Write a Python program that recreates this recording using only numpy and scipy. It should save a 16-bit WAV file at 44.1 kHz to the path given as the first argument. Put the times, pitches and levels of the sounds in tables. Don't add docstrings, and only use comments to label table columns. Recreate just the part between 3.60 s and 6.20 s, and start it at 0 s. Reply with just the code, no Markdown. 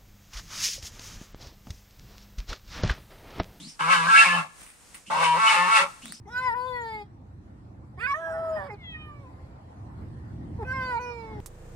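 import sys
import numpy as np
from scipy import signal
from scipy.fft import rfft, irfft, next_fast_len
from scipy.io import wavfile
from scipy.ndimage import uniform_filter1d, map_coordinates

SR = 44100
rng = np.random.default_rng(int(sys.argv[2]) if len(sys.argv) > 2 else 0)


def transcribe(u):
    v = np.clip(np.atleast_2d(u).T, -1, 1)
    q = np.round(v * 32767).astype(np.int16)
    wavfile.write(sys.argv[1], SR, q)


N = 114660
T = np.arange(N) / SR

# start in seconds, end in seconds, base level in dB of the lower resonances,
# of the upper resonances and of the fundamental.
BOUTS = [(.192, .795, -26, -31.5, -39.5), (1.5, 2.226, -24, -34, -44)]
# peak time in seconds, rise in seconds, fall in seconds,
# gain in dB of the lower resonances, gain in dB of the upper resonances.
HONKS = [(.328, 0.029, 0.058, 4.5, 12.5), (0.603, 0.1, 0.1, -1, 15.5), (1.644, 0.036, 0.041, 5, 10),
         (1.903, 0.075, 0.11, 4, 13), (2.176, 0.059, 0.057, 2.5, 14.5)]
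# time in seconds, pitch in Hz, roughness from 0 to 1.
SYRINX = [
    [(.19, 134.4, 0.44), (.235, 163.6, 0.05), (.272, 162.4, 0), (.297, 183.2, 0.32), (.325, 185, 0.34),
     (.36, 169.3, 0.22), (.445, 162.9, 0), (.475, 178.3, 0.3), (.495, 225, 0.18), (.535, 224.3, 0.05),
     (.57, 223.4, 0.17), (.605, 222.4, 0.28), (.645, 223.7, 0.17), (.665, 179.9, 0.2), (.75, 174.4, 0.4),
     (.83, 151.2, 0.81)],
    [(1.5, 143.3, 0.57), (1.55, 155.4, 0.4), (1.62, 166.6, 0.46), (1.7, 160, 0), (1.757, 160.5, 0),
     (1.795, 220.7, 0.08), (1.855, 222.8, 0.07), (1.89, 219, 0.32), (1.935, 219.5, 0.5),
     (1.97, 176.1, 0.06), (2.073, 180.7, 0.06), (2.097, 221.9, 0.1), (2.17, 222, 0.2), (2.2, 185.7, 0.6),
     (2.27, 176.8, 0.7)],
]
# frequency in Hz, then relative strength in dB in the first grunt,
# first cry, second grunt and second cry.
WINDPIPE = [(541.7, -21, -22.5, -14.5, -15), (864, -10, -9.5, -4.5, 2.5), (974, -7.5, -17, -2, -2.5),
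            (1084, 2, -0.5, -2, 5.5), (1358.5, 4.5, 2, -4, 13.5), (1555, 0.5, -19.5, -1.5, -11),
            (1675, -1, 5.5, -14.5, -7.5), (1735, -8.5, -11.5, -12, -5), (1939, -12, -23, -10, -8),
            (2204, -4.5, 3.5, -4.5, -1), (2435, -8, -2.5, -10, -6.5), (2677, -4, 4.5, -1, 0),
            (3026, -1.5, 3, -0.5, -2.5)]
BREAK_TIMES = [0.56, 1.785]
# frequency in Hz, relative level in dB.
RASP_COLOUR = [(2500, -34.5), (3300, 5.5), (4200, 1.5), (5600, -2.5), (7000, -5), (9100, -1),
               (10600, -17.5), (13700, -26), (15500, -53.5)]
# frequency in Hz, relative level in dB.
THROAT_COLOUR = [(150, -37), (240, 2.5), (340, -7), (480, -10), (900, -40.5)]
# middle in seconds,
# half length in seconds, frequency in Hz, level in dB.
LOCKED_NOTES = [(0.315, 0.028, 1306, -19), (0.325, 0.029, 1094, -20.5), (.494, 0.011, 1650, -19),
                (0.529, 0.033, 1335, -15.5), (.568, .02, 1652, -15.5), (0.597, 0.046, 1341, -14),
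                (0.601, 0.021, 2695, -16), (.661, 0.013, 1078, -23.5), (0.727, .035, 1735, -25),
                (1.723, 0.043, 964, -27.5), (1.853, 0.052, 1332, -21), (1.888, 0.017, 2970, -23),
                (2.019, 0.053, 1765, -26.5), (2.099, 0.017, 1102, -22.5), (2.15, 0.036, 1342, -18.5),
                (2.221, 0.043, 563.4, -35.5), (1.968, 0.073, 879, -26)]
# frequency in Hz, lag in seconds.
LEFT_LAG = [(850, -.00004), (1300, .00027), (1650, .00011), (2200, 0)]
# start in seconds, base level in dB.
WHISTLES = [(-.045, -57), (1.456, -59.5), (2.411, -59)]
# seconds after the start, pitch in Hz, added level in dB.
GLIDE = [(-.02, 2010, -49), (.012, 2660, 4), (0.046, 3245, 2), (0.107, 4520, 1.5), (.14, 5430, 4.5),
         (0.202, 5080, -8.5)]
# frequency in Hz, relative level in dB.
WHISTLE_AIR = [(900, -48), (2200, -1.5), (4000, -2.5), (9300, 0), (11500, -31)]
# frequency in Hz, relative level in dB.
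GRUNT_COLOUR = [(90, -38), (165, -5), (280, -6), (600, -59.5)]
# seconds after the start, added level in dB.
GRUNT_SHAPE = [(0, -40), (0.027, 4), (.115, 4.5), (.2, -27)]
# peak time in seconds, level in dB, seconds to rise by 20 dB, seconds to die by 60 dB.
SCUFFS = [(1.029, -49.5, 0.109, 0.7), (1.345, -42, 0.0029, 0.15)]
# peak time in seconds, level in dB.
TICKS = [(2.457, -28), (2.481, -35), (2.523, -26.5)]
# frequency in Hz, relative level in dB.
GRIT_COLOUR = [(250, -43), (900, -1), (2200, 4), (6800, -14), (9000, 9), (11000, -12), (15500, -10)]
# frequency in Hz, relative level in dB.
HUSH_COLOUR = [(15, -44), (25, -1), (305, -12.5), (368, -15), (399, -15), (1080, -15), (3720, -21.5),
               (8580, -15.5), (15500, -39)]

JITTER_S, SCATTER_DB = 0.00022, 5
ALTERNATE = 0.38
PUFF_SHARPNESS = 0.2
RING_WIDTH_HZ, DRIFT_DB, DRIFT_PER_S = 60, 3, 32
BREAK_S, ATTACK_S, RELEASE_DB_PER_S = 0.0072, 0.016, 292
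SWELL_SHAPE = 1.58
DARKEN = 0.067
RASP_DB, THROAT_DB = -42, -52
LOCK_WAVER, LEFT_DB = 0.005, 1.0
WHISTLE_WAVER = 0.0257 + 0.05
OVERTONE_DB, WHISTLE_AIR_DB, GRUNT_DB = -19.5, 3, 6
TICK_RISE_S, TICK_T60_S = 0.00048, 0.0055
WALLS_DB, WALLS_T60_S, TAIL_DB, TAIL_T60_S = -7, 0.11, -24, 0.78
HUSH_DB = -54.5
CEILING, TOP_HZ = 0.97, 15700


def amp(db):
    return 10 ** (np.asarray(db) / 20)


def unit(x):
    return x / np.sqrt(np.mean(x ** 2) + 1e-20)


def along(points, hz):
    f, v = np.transpose(points)
    return np.interp(np.log(hz + 1), np.log(f + 1), v)


def gain_curve(s, db):
    inside = (T >= s[0]) * (T <= s[-1])
    return uniform_filter1d(amp(np.interp(T, s, db)) * inside, size=128)


def wobble(rate):
    return map_coordinates(rng.standard_normal(8192), [T * rate + 2], mode="wrap")


def filtered(x, response):
    m = next_fast_len(N + SR // 2)
    return irfft(rfft(x, m) * response(np.fft.rfftfreq(m, 1 / SR)), m)[..., :N]


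def coloured(x, colour):
    return unit(filtered(x, lambda f: amp(along(colour, f))))


def noise(colour, channels=1):
    return coloured(rng.standard_normal((channels, N)), colour)


def resonance(f, hz, width):
    return 1j * f * width / (hz * hz - f * f + 1j * f * width)


def steady(x):
    power = uniform_filter1d(uniform_filter1d(x * x, size=900), size=900)
    return x / np.sqrt(np.abs(power) + 1e-4 * np.mean(x * x))


def goose():
    sides = np.array([[1], [-1]])
    voice = bout(0) + bout(1) + locked_notes()
    lag = lambda f: np.exp(-1j * np.pi * f * along(LEFT_LAG, f) * sides)
    return amp(LEFT_DB * sides) * filtered(voice, lag)


def bout(index):
    start, end, low_db, high_db, hum_db = BOUTS[index]
    gate, low_swell, high_swell = effort(start, end)
    pulses, puffs, rough = syrinx(SYRINX[index])
    air = np.clip(0.25 + rough, 0, 1)
    source = np.sqrt(1 - air ** 2) * pulses + air * puffs
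    cry = np.clip((T - BREAK_TIMES[index]) / BREAK_S + 0.5, 0, 1)

    def ring(modes):
        grunt_sound = windpipe(source, modes, 2 * index)
        cry_sound = windpipe(source, modes, 2 * index + 1)
        return steady((1 - cry) * grunt_sound + cry * cry_sound)

    low = ring(WINDPIPE[:5]) * amp(low_db + low_swell)
    high = ring(WINDPIPE[5:]) * amp(high_db + high_swell) * gate ** DARKEN
    rasp = coloured(puffs, RASP_COLOUR) * amp(RASP_DB + high_swell)
    hum = filtered(pulses, lambda f: resonance(f, hz=171.0, width=29.0) ** 2)
    hum = hum / np.std(hum[(T > start) & (T < end)]) * amp(hum_db - low_swell)
    throat = coloured(source, THROAT_COLOUR) * amp(THROAT_DB - low_swell)
    return gate * (low + high + rasp + hum + throat)


def effort(start, end):
    attack = np.clip((T - start) / ATTACK_S, 0, 1) ** 0.5
    gate = attack * amp(-RELEASE_DB_PER_S * np.maximum(T - end, 0))
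    swells = []
    for peak, rise, fall, _, _ in HONKS:
        distance = np.abs((T - peak) / np.where(T < peak, rise, fall))
        swells.append(np.exp(-distance ** SWELL_SHAPE))
    *_, low_db, high_db = np.transpose(HONKS)
    return gate, low_db @ np.array(swells), high_db @ np.array(swells)


def syrinx(rows):
    s, hz, rough = np.transpose(rows)
    rough = np.clip(np.interp(T, s, rough), 0, 1)
    pitch = np.interp(T, s, hz) * (1 + 0.0066 * wobble(70))
    cycles = np.cumsum(pitch) / SR
    number = np.arange(1, int(cycles[-1]))
    times = np.interp(number, cycles, T)
    late, strong = rng.standard_normal((len(times), 2)).T
    r = np.interp(times, T, rough)
    at = (times + JITTER_S * r * late) * SR
    taps = at.astype(int)[:, None] + np.arange(-7, 9)
    d = taps - at[:, None]
    shape = np.sinc(d) * np.cos(np.pi * d / 16) ** 2
    turns = 1 + np.clip(ALTERNATE * r, 0, 1) * (-1) ** number
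    size = amp(SCATTER_DB * np.sqrt(r) * strong) * turns
    pulses = np.bincount(np.clip(taps, 0, N - 1).ravel(), (shape * size[:, None]).ravel(), N)
    puffs = rng.standard_normal((2, N)) * np.exp(PUFF_SHARPNESS * np.cos(2 * np.pi * cycles))
    return unit(pulses), unit(puffs), rough


def windpipe(source, modes, column):
    lo, hi = modes[0][0] * 0.58, modes[-1][0] * 0.92
    source = filtered(source, lambda f: (1 - 1 / (1 + (f / lo) ** 4)) / (1 + (f / hi) ** 8))
    total = 0
    for k, mode in enumerate(modes):
        gain = (-1) ** k * amp(mode[1 + column]) * amp(DRIFT_DB * wobble(DRIFT_PER_S))
        total = total + gain * filtered(source, lambda f: resonance(f, mode[0], RING_WIDTH_HZ))
    return total


def locked_notes():
    total = np.zeros(N)
    for middle, half, hz, db in LOCKED_NOTES:
        phase = 2 * np.pi * np.cumsum(hz * (1 + LOCK_WAVER * wobble(120))) / SR
        total += amp(db) * np.exp(-((T - middle) / half) ** 4) * unit(np.sin(phase))
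    return total


def duck():
    out = np.zeros((2, N))
    s, hz, db = np.transpose(GLIDE)
    grunt_s, grunt_db = np.transpose(GRUNT_SHAPE)
    for start, level in WHISTLES:
        pitch = np.interp(T, start + s, hz) * (1 + WHISTLE_WAVER * wobble(900))
        phase = 2 * np.pi * np.cumsum(pitch) / SR
        tone = unit(np.sin(phase) + amp(OVERTONE_DB) * np.sin(2 * phase))
        tone = tone * amp(1.7 * wobble(220) + 5.0)
        air = amp(WHISTLE_AIR_DB) * noise(WHISTLE_AIR, channels=2)
        out += gain_curve(start + s, level + db) * (tone + air)
        out += gain_curve(start + grunt_s, level + grunt_db + GRUNT_DB) * noise(GRUNT_COLOUR)
    return out


def feet():
    def burst(s, db, rise, t60):
        return amp(db - 60 * np.maximum(T - s, 0) / t60 - 20 * np.maximum(s - T, 0) / rise)

    scuffs = sum(burst(*row) for row in SCUFFS) * amp(2.7 * wobble(380))
    ticks = sum(burst(s, db, TICK_RISE_S, TICK_T60_S) for s, db in TICKS)
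    return (scuffs + ticks) * noise(GRIT_COLOUR, channels=2)


def yard(x):
    t = T[:SR]
    tail = rng.standard_normal((2, SR)) * amp(-60 * t / TAIL_T60_S)
    walls = rng.standard_normal((2, SR)) ** 3 * amp(-60 * t / WALLS_T60_S)
    answer = 0
    for db, echoes in [(WALLS_DB, walls), (TAIL_DB, tail)]:
        answer = answer + amp(db) * echoes / np.linalg.norm(echoes, axis=1, keepdims=True)
    return x + signal.fftconvolve(x, answer, axes=1)[:, :N]


def hush():
    both = unit(noise(HUSH_COLOUR, channels=2) + 0.94 * noise(HUSH_COLOUR))
    return both * amp(HUSH_DB + 2.54 * wobble(10.87))


def scene():
    return yard(goose() + duck() + feet()) + hush()


def record(dry):
    rounded = dry / (1 + (dry / CEILING) ** 8) ** (1 / 8)
    return filtered(rounded, lambda f: f < TOP_HZ)


dry = scene()
out = record(dry)
transcribe(out)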